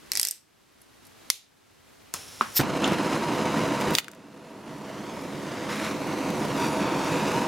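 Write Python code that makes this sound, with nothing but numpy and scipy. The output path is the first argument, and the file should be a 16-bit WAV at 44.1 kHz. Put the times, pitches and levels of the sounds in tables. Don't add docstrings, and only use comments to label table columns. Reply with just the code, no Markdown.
import sys
import numpy as np
from scipy import signal
from scipy.fft import rfft, irfft
from scipy.io import wavfile
from scipy.ndimage import uniform_filter1d, minimum_filter1d

SR = 44100
rng = np.random.default_rng(int(sys.argv[2]) if len(sys.argv) > 2 else 0)


def store_pcm(level_fs):
    pcm = np.round(np.clip(level_fs, -1, 1) * 32767).astype(np.int16)
    wavfile.write(sys.argv[1], SR, np.atleast_2d(pcm).T)


N = 329427
TIME = np.arange(N) / SR
HZ = np.maximum(np.arange(N // 2 + 1) * SR / N, 1)


def from_db(db):
    return 10 ** (np.asarray(db) / 20)


def rms_one(x):
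    return x / np.sqrt(np.mean(x ** 2) + 1e-20)


def in_time(rows):
    s, *columns = np.transpose(rows)
    return [np.interp(TIME, s, column) for column in columns]


def at_hz(points, hz):
    table = np.array(points)
    return np.interp(np.log(hz), np.log(table[:, 0]), table[:, 1])


def held(start, end, attack_s, release_s):
    before, after = np.maximum(start - TIME, 0), np.maximum(TIME - end, 0)
    return np.exp(-before / attack_s - after / release_s)


def strokes(rows, attack_s, release_s):
    return sum(from_db(db) * held(start, end, attack_s, release_s) for start, end, db in rows)


def drift(rate_hz):
    return rms_one(irfft(rfft(rng.standard_normal(N)) / (1 + (HZ / rate_hz) ** 2), N))


def noise_spectrum(colour, width, peaks=()):
    gain_db = at_hz(colour, HZ)
    for hz, width_hz, db in peaks:
        gain_db = gain_db + db / (1 + (2 * (HZ - hz) / width_hz) ** 2)
    mid, side = rfft(rng.standard_normal((2, N)))
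    return from_db(gain_db) * (mid + from_db(at_hz(width, HZ)) * side * [[1], [-1]])


def to_sound(spectrum):
    x = irfft(spectrum, N)
    return x / x.mean(axis=0).std()


def rushing(gain, colour, width, rough_db, rate_hz):
    return gain * from_db(rough_db * drift(rate_hz)) * to_sound(noise_spectrum(colour, width))


def resonate(x, hz, width_hz):
    r = np.exp(-np.pi * width_hz / SR)
    feedback = [1, -2 * r * np.cos(2 * np.pi * hz / SR), r * r]
    return signal.lfilter(np.array([1, 0, -1]) * (1 - r * r) / 2, feedback, x)


def crackle(per_s, spread_db):
    sizes = from_db(spread_db * np.minimum(rng.exponential(1, N), 4)) * rng.choice([-1, 1], N)
    return rms_one(sizes * (rng.random(N) < per_s / SR))


def scatter(x, length_s, count=2):
    for share in rng.uniform(.1, .36, count):
        loop = np.r_[1, np.zeros(int(share * length_s * SR)), rng.choice([-1, 1]) * np.sqrt(.5)]
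        x = signal.lfilter(loop[::-1], loop, x)
    return x


def strikes(events, modes, grit, squash, spread, pan_db, polarity=-1, detune=0, size=4096):
    out, t = np.zeros((2, N + size)), np.arange(size) / SR
    for s, peak_db, loudest_hz, fall_db, length_s in events:
        jolt = (t == 0) + grit * rng.standard_normal(size) * np.exp(-t / length_s)
        force = scatter(jolt, length_s) + spread * scatter(jolt, length_s) * [[1], [-1]]
        shift = np.exp(detune * (2 * rng.random(len(modes)) - 1))
        ring = 0
        for k, (hz, width_hz, db) in enumerate(modes):
            mode_db = db - fall_db * abs(np.log2(hz / loudest_hz))
            sign = np.sign(polarity) ** k
            ring = ring + sign * from_db(mode_db) * resonate(force, hz * shift[k], width_hz)
        squashed = np.tanh(squash * ring / np.abs(ring).max()) / np.tanh(squash)
        start = int(s * SR)
        out[:, start:start + size] += from_db(peak_db) * squashed
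    return out[:, :N] * from_db([[pan_db], [-pan_db]])


def broadened(modes, factor):
    return [(hz, factor * width_hz, db) for hz, width_hz, db in modes]


def rebound(x, lag_s, echo_db):
    return x + from_db(echo_db) * np.array([np.interp(TIME - lag_s, TIME, side) for side in x])


# f/Hz, t60/s
ROOM_T60 = [(200, 0.79), (1000, 0.3), (4000, 0.31), (8000, 0.24), (15000, 0.21)]


def workshop(x, wet_db, early_db, early_s, size=26000):
    t, edges_hz, tail = np.arange(size) / SR, np.geomspace(100, 17000, 9), 0
    for low, high in zip(edges_hz, edges_hz[1:]):
        common, left, right = rng.standard_normal((3, size))
        white = common + 1.16 * np.array([left, right])
        band = signal.sosfilt(signal.butter(2, [low, high], "band", fs=SR, output="sos"), white)
        tail = tail + band * from_db(-60 * t / at_hz(ROOM_T60, np.sqrt(low * high)))
    early = white[:, ::-1] * np.exp(-t / early_s) * (t > .002)
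    late = from_db(wet_db) * rms_one(tail * (t > .005))
    response = (late + from_db(early_db) * rms_one(early)) / np.sqrt(size)
    return x + signal.fftconvolve(x.mean(axis=0)[None], response, axes=1)[:, :N]


# f/Hz, relative density/dB
AIR_COLOUR = [(15, -44.5), (25, -18.5), (92, -3), (180, -8), (277, -5.5), (354, -7.5), (405, -7),
              (516, -10.5), (1020, -10.5), (2050, -12.5), (3720, -15), (10100, -23), (11600, -23),
              (16000, -31.5)]
# f/Hz, side minus mid/dB
AIR_WIDTH = [(40, -25), (200, 5), (800, 0.5), (2500, -9), (6000, -4), (15000, -2)]


def workshop_air(level_db=-41):
    return rushing(from_db(level_db), AIR_COLOUR, AIR_WIDTH, rough_db=.5, rate_hz=17)


# t/s, peak level/dB, loudest f/Hz, fall-off either side/(dB/octave), length/s
CRACKS = [(.118, 2, 5500, 4, .0004), (.1342, -5, 8000, 2, .0003), (.1533, -.5, 7500, 3, .0008),
          (.1616, -7, 4200, 9, .0008), (.1727, 2, 7000, 5, .0006), (.1968, 27.5, 8600, 4, .00046),
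          (.2141, 21.5, 8600, 13, .0004), (.2307, 23, 6900, 9, .0004), (.251, 23, 7500, 7, .0006),
          (.2714, 18, 8000, 9, .0006), (.2859, 17.5, 7500, 10, .0003), (.3106, 17.5, 8600, 15, .0004),
          (.816, -23, 12000, 10, .004), (1.051, -29, 12000, 5, .004), (1.068, -28.5, 11000, 7, 0.0048)]
# f/Hz, width/Hz, level/dB
CABLE_MODES = [(830, 260, -3.5), (1980, 360, 0.5), (2700, 300, -3), (3660, 330, -4.5), (4530, 490, 4.5),
               (5360, 700, 5), (7700, 1300, -1.5), (8700, 770, 1), (11360, 1100, 1)]
# f/Hz, relative density/dB
RASP_COLOUR = [(100, -23), (400, -4), (1000, -13), (2000, 0), (5000, 4.5), (9000, -1), (13000, -1.5),
               (16000, -18)]


def insulation(pull_from_s=.117, pull_to_s=.2, rasp_db=-33, rasp_fade_s=.038, grain_db=-7):
    cracks = strikes(CRACKS, CABLE_MODES, grit=.035, squash=1.13, spread=.28, pan_db=-.5, detune=.12)
    cracks = rebound(cracks, lag_s=.003, echo_db=-18.5)
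    jerks = 0
    for s, db, *_ in CRACKS:
        jerks = jerks + from_db(db + rasp_db) * np.exp(-abs(TIME - s) / rasp_fade_s) * (TIME > s)
    tearing = jerks * held(pull_from_s, pull_to_s, attack_s=.002, release_s=.099)
    rasp = rushing(tearing, RASP_COLOUR, AIR_WIDTH, rough_db=2.5, rate_hz=270)
    grains = sum(from_db(db) * resonate(crackle(per_s=210, spread_db=-.5), hz, width_hz)
                 for hz, width_hz, db in CABLE_MODES)
    grains = tearing * from_db(grain_db) * rms_one(grains)
    return workshop(cracks + rasp + grains, wet_db=-15, early_db=-10, early_s=.0035)


# t/s, peak level/dB, loudest f/Hz, fall-off either side/(dB/octave), length/s
SNAP = [(1.3013, 23.5, 4070, 3.5, .0008)]
# f/Hz, width/Hz, level/dB
SHEATH_MODES = [(1120, 370, -5), (2140, 220, 1), (3460, 400, 0.5), (4510, 250, 5), (5520, 810, 4),
                (7360, 340, -5), (8600, 650, -5.5), (10700, 1800, 3)]


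def sheath_snap():
    snap = strikes(SNAP, SHEATH_MODES, grit=.022, squash=2.43, spread=.22, pan_db=-.4)
    blurred = strikes(SNAP, broadened(SHEATH_MODES, 2.7), grit=.027, squash=.74, spread=.2, pan_db=-4)
    return snap + workshop(blurred, wet_db=-15, early_db=-10, early_s=.0035) - blurred


# t/s, peak level/dB, loudest f/Hz, fall-off either side/(dB/octave), length/s
CLICKS = [(2.1394, 1, 8100, 17, 0.00069), (3.811, -17, 9000, 0, 0.00093), (3.908, -21, 12000, 7, 0.0012),
          (3.9514, 10, 4300, 37, 0.00076), (3.9526, 3, 5200, 8, 0.00094), (3.9788, -10, 5500, 9, .0004),
          (3.9845, 22.5, 2700, 14, 0.00049), (3.9852, 22, 3500, 14, 0.00077),
          (4.0445, -3.5, 3000, 7, 0.00091), (4.0822, -0.5, 1550, 40, 0.00044), (4.083, -8, 7500, 18, .001),
          (4.115, -11.5, 8000, 24, 0.0023), (4.135, -11, 1690, 14, .001), (4.149, -20, 8080, 11.5, .002),
          (6.303, -19, 9000, -3, 0.0014), (6.484, -23, 11000, -5, 0.0013)]
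# f/Hz, width/Hz, level/dB
TORCH_MODES = [(950, 500, 1), (1550, 250, 6.5), (2050, 460, 8.5), (2700, 460, 7.5), (3600, 540, 6),
               (4690, 300, 0), (5750, 1100, -3.5), (7260, 2500, 0), (8800, 1400, -17), (11300, 3700, -3)]


def torch_clicks():
    clicks = strikes(CLICKS, TORCH_MODES, grit=.028, squash=1.29, spread=.51, pan_db=.5,
                     polarity=1, detune=.053)
    return workshop(clicks, wet_db=-19.5, early_db=-11, early_s=.0066)


# from t/s, to t/s, level/dB
SLIDES = [(3.935, 3.951, -31.5), (3.955, 3.982, -22), (3.988, 4.001, -9)]
# f/Hz, relative density/dB
SLIDE_COLOUR = [(200, -12), (1000, -2), (2500, 1), (6000, -5.5), (10000, -8), (15500, -8)]


def trigger_slide():
    stroke = strokes(SLIDES, attack_s=.001, release_s=.0039)
    return rushing(stroke, SLIDE_COLOUR, AIR_WIDTH, rough_db=3.5, rate_hz=180)


# t/s, peak level/dB, loudest f/Hz, fall-off either side/(dB/octave), length/s
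KNOCK = [(2.41, 5, 1280, 2, 0.00057)]
# f/Hz, width/Hz, level/dB
KNOCK_MODES = [(227, 23, -1.5), (385, 51, -5.5), (1034, 347, 3.5), (1304, 448, 6), (1485, 420, -1),
               (2340, 360, -22), (4140, 900, -28), (9000, 5900, -47)]


def torch_knock():
    knock = strikes(KNOCK, KNOCK_MODES, grit=.02, squash=1.22, spread=.077, pan_db=.1)
    blurred = strikes(KNOCK, broadened(KNOCK_MODES, .9), grit=.027, squash=.92, spread=.1,
                      pan_db=-3.5, polarity=1)
    tail = workshop(blurred, wet_db=-9.5, early_db=-9.5, early_s=.011) - blurred
    return rebound(knock, lag_s=.0135, echo_db=-15) + tail


# t/s, peak level/dB, loudest f/Hz, fall-off either side/(dB/octave), length/s
TICK = [(2.8422, -6, 3100, 2, .002)]
# f/Hz, width/Hz, level/dB
TICK_MODES = [(2780, 230, -1), (3100, 260, 0), (3500, 260, -1), (7000, 500, -9)]


def burner_tick():
    tick = strikes(TICK, TICK_MODES, grit=.042, squash=.43, spread=.27, pan_db=0)
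    return workshop(tick, wet_db=-9, early_db=-10, early_s=.008)


LIT_S = 2.597
# f/Hz, relative density/dB
GAS_COLOUR = [(47, -30), (80, 3), (242, -6), (323, -16), (404, -5), (937, -6), (1400, -4.5), (1740, -7.5),
              (2900, -4.5), (4700, -7), (5450, 1.5), (6100, -5), (7300, -5.5), (8300, -11.5), (9900, -4),
              (11000, -10), (16000, -21)]
# f/Hz, side minus mid/dB
JET_WIDTH = [(60, -42), (300, -40), (1400, -19), (3100, -49), (6000, -25), (10000, -4), (15000, -3)]


def unlit_gas(valve_s=2.142, level_db=-36.5, burst_db=14, settle_s=.066):
    burst = from_db(level_db + burst_db * np.exp(-abs(TIME - valve_s) / settle_s))
    gain = burst * held(valve_s, LIT_S, attack_s=.0041, release_s=.017)
    return rushing(gain, GAS_COLOUR, JET_WIDTH, rough_db=.9, rate_hz=30)


# from t/s, to t/s, level/dB
FLINT_STROKES = [(2.568, 2.579, -13)]
# f/Hz, relative density/dB
FLINT_COLOUR = [(500, -18), (2000, -10), (3500, -5.5), (5300, -2), (7000, -7), (10500, -9.5), (12000, 1),
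                (13400, -0.5), (14700, -3), (16000, -25)]
# f/Hz, width/Hz, level/dB
WHEEL_MODES = [(5340, 150, -2), (11890, 90, -4), (12755, 80, -2), (13200, 110, -10), (13700, 80, -4),
               (13800, 50, 1)]


def flint(grain_db=-1, ring_db=-4):
    sparks = rms_one(resonate(crackle(per_s=1300, spread_db=2.5), hz=9000, width_hz=14000))
    colour_gain = from_db(at_hz(FLINT_COLOUR, HZ))
    grinding = from_db(grain_db) * to_sound(rfft(sparks) * colour_gain[None])
    ring = sum(from_db(db) * resonate(sparks, hz, width_hz) for hz, width_hz, db in WHEEL_MODES)
    ring = from_db(ring_db) * rms_one(ring)
    stroke = strokes(FLINT_STROKES, attack_s=.0073, release_s=.012)
    width = [(500, -27), (6000, -28), (14000, -2)]  # f/Hz, side minus mid/dB
    rasp = rushing(stroke, FLINT_COLOUR, width, rough_db=.5, rate_hz=480)
    return stroke * (grinding + ring) + rasp


# t/s, peak level/dB, loudest f/Hz, fall-off either side/(dB/octave), length/s
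PUFFS = [(2.14, -12.5, 830, 11, 0.0027), (2.593, -4.5, 130, 0, 0.0061), (2.602, -5, 510, 2.5, 0.0018),
         (2.609, -4.5, 1000, 2, 0.0044), (2.876, -7, 200, 17, 0.0033), (2.921, -6.5, 217, 11, 0.0024),
         (2.932, -16, 1110, 21, 0.0046), (3.353, -16, 280, 17, .005), (3.882, -15, 250, 3, 0.0031),
         (4.173, -18, 220, 8, 0.004), (6.448, -15, 300, 11, 0.0044)]
# f/Hz, width/Hz, level/dB
PUFF_MODES = [(110, 73, 3.5), (250, 155, 0.5), (580, 290, -10.5), (1130, 1200, -14)]


def gas_puffs():
    puffs = strikes(PUFFS, PUFF_MODES, grit=.07, squash=1.33, spread=.082, pan_db=-.5)
    return workshop(puffs, wet_db=-14.5, early_db=-11, early_s=.012)


# from t/s, to t/s, level/dB
HOWLS = [(2.85, 3.898, -35.5), (6.593, 7.47, -34)]


def howl():
    tone = rms_one(resonate(rng.standard_normal(N), hz=940, width_hz=62))
    return strokes(HOWLS, attack_s=.069, release_s=.044) * tone


# f/Hz, width/Hz, level against hiss/dB
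JET_TONES = [(6740, 290, -20), (9730, 510, -14.5)]
# from t/s, to t/s, lift/dB
WHISTLES = [(6.375, 6.43, 10), (6.69, 6.803, 12.5)]


def jet_tones(waver=.0086, swell_db=2):
    flow_s = np.cumsum(1 + waver * drift(4)) / SR
    tones = 0
    for hz, width_hz, db in JET_TONES:
        band = rms_one(drift(width_hz) * np.cos(2 * np.pi * hz * flow_s))
        tones = tones + from_db(db + swell_db * drift(2)) * band
    lift_db = sum(db * held(start, end, attack_s=.022, release_s=.02) for start, end, db in WHISTLES)
    return tones * from_db(lift_db)


def sizzle(hiss_db, relative_db=-14):
    grains = resonate(crackle(per_s=250, spread_db=5.5), hz=9000, width_hz=9000)
    return from_db(hiss_db + relative_db) * rms_one(grains)


def echo(x, path, tremble=.005, thin_s=.000099):
    lag_s, echo_db = in_time(path)
    lag_s, gain = lag_s * (1 + tremble * drift(5.5)), from_db(echo_db)
    back = np.array([np.interp(TIME - lag_s, TIME, side) - np.interp(TIME - lag_s - thin_s, TIME, side)
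                     for side in x])
    return (x + gain * back) / np.sqrt(1 + 2 * gain ** 2)


# t/s, level against normal/dB
FLOW = [(2.6, 3), (2.82, 6.5), (2.85, 6.5), (3.2, 4), (3.9, 1.5), (4.4, -3), (4.76, 0.3), (5.35, -2),
        (6.2, -0.66), (7.0, 0.7), (7.47, -0.5)]
# t/s, depth/dB
SPUTTER = [(2.6, 1.5), (3.0, 1.2), (3.9, 1.0), (4.3, .6)]
# from t/s, to t/s, rush/dB, hiss/dB, top of hiss/dB
SURGES = [(2.71, 3.924, 1.3, 0.6, 1), (2.835, 2.946, 2, -1, 3.5), (4.523, 4.65, -2, -3.5, -8),
          (4.735, 4.807, -3, -1.5, 3), (5.212, 5.246, 0, 0, 8.5), (5.454, 5.69, 2.5, 2, -2),
          (5.703, 5.885, 7.5, 7, 10.5), (6.3, 6.49, -2, 0, 2), (6.575, 6.677, 3, 4.5, 8.5),
          (6.69, 6.795, -0.5, -0.5, -2), (6.845, 6.93, 1.5, -2, -22), (6.984, 7.4, 1.5, 2.5, 2.5)]
# f/Hz, relative density/dB
FLAME_COLOUR = [(18, -59), (30, -34), (103, -13), (141, -5.5), (280, 1.5), (437, -4), (499, -6), (822, -12),
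                (937, -9.5), (1630, -18), (2680, -21.5), (3310, -27), (6720, -34.5), (13000, -52),
                (16000, -63)]
# f/Hz, width/Hz, level/dB
FLAME_PEAKS = [(152.6, 28, 4), (211.6, 15, 5), (251.4, 27, -6.5), (279.7, 18, 3.5), (439, 54, -4.5),
               (500, 22, 7.5), (528, 22, -1.5), (643.5, 21, 8), (800, 780, 0.5), (940, 89, 3.5),
               (2840, 72, 2.5), (3770, 260, 1.5), (8350, 1000, -1.5), (9900, 600, 3)]
# t/s, mean lag/s, gain before thinning/dB
BENCH_ECHO = [(2.6, .00076, -19), (3.4, .00077, -21), (4.1, .00082, -19), (4.65, .00069, -21),
              (4.98, .00068, -13), (5.25, .00053, -17), (5.5, .00064, -16), (5.95, .0005, -16),
              (6.33, .00046, -15), (6.45, .00061, -14), (6.6, .00085, -12), (6.97, .0009, -11.5),
              (7.15, .00084, -17), (7.47, .00075, -14)]
# t/s, mean lag/s, gain before thinning/dB
BODY_ECHO = [(2.9, 0.00097, -20), (3.9, .00104, -18), (4.2, .00119, -20), (4.85, .00111, -25),
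             (5.08, 0.00091, -13), (5.45, .00111, -24), (5.9, 0.00095, -25), (7.4, .00121, -28)]


def flame(roar_db=-25.5, rush_db=-36, hiss_db=-44.5, pan_db=-.7):
    flow_db, = in_time(FLOW)
    sputter_db, = in_time(SPUTTER)
    flow_db = flow_db + sputter_db * drift(32)
    rush_surge_db, hiss_surge_db, top_surge_db = sum(
        np.outer(lifts_db, held(start, end, attack_s=.0095, release_s=.021))
        for start, end, *lifts_db in SURGES)
    top_db = hiss_db + flow_db + top_surge_db
    spectrum, eddies = noise_spectrum(FLAME_COLOUR, JET_WIDTH, FLAME_PEAKS), drift(120)
    low = 1 / (1 + (HZ / 1200) ** 6)
    high = 1 / (1 + (4500 / HZ) ** 6)
    highest = 1 / (1 + (10000 / HZ) ** 12)
    roar, rush, hiss = (to_sound(spectrum * share) for share in (low, 1 - low - high, high))
    pan = pan_db * np.array([[1], [-1]])
    roar = roar * from_db(roar_db + flow_db + .7 * eddies + pan)
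    rush = rush * from_db(rush_db + flow_db + rush_surge_db + 1.5 * eddies + .5 * pan)
    top = irfft(rfft(hiss) * highest, N)
    hiss = (hiss - top + jet_tones()) * from_db(hiss_db + flow_db + hiss_surge_db)
    top = top * from_db(top_db + drift(25))
    hiss = (hiss + top) * from_db(eddies)
    reflected = echo(echo(rush + hiss + sizzle(top_db), BENCH_ECHO), BODY_ECHO)
    return (roar + howl() + reflected) * np.clip((TIME - LIT_S) / .0037, 0, 1)


def scene():
    cable = insulation() + sheath_snap()
    handling = torch_clicks() + trigger_slide() + torch_knock() + burner_tick()
    lighting = unlit_gas() + flint() + gas_puffs()
    return workshop_air() + cable + handling + lighting + flame()


def gain_control(x, ceiling_db=-4.5, recovery_s=1.184, first_cut_db=13, size=45):
    over_db = np.maximum(20 * np.log10(np.abs(x).max(axis=0) + 1e-9) - ceiling_db, 0)
    fade = np.exp(-TIME / recovery_s)
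    cut_db = np.maximum(np.maximum.accumulate(over_db / fade), first_cut_db) * fade
    return x * from_db(uniform_filter1d(minimum_filter1d(-cut_db, size), size))


def record(dry):
    low_pass = signal.ellip(10, .1, 80, 16000, fs=SR, output="sos")
    return signal.sosfilt(low_pass, gain_control(dry))


dry = scene()
out = record(dry)
store_pcm(out)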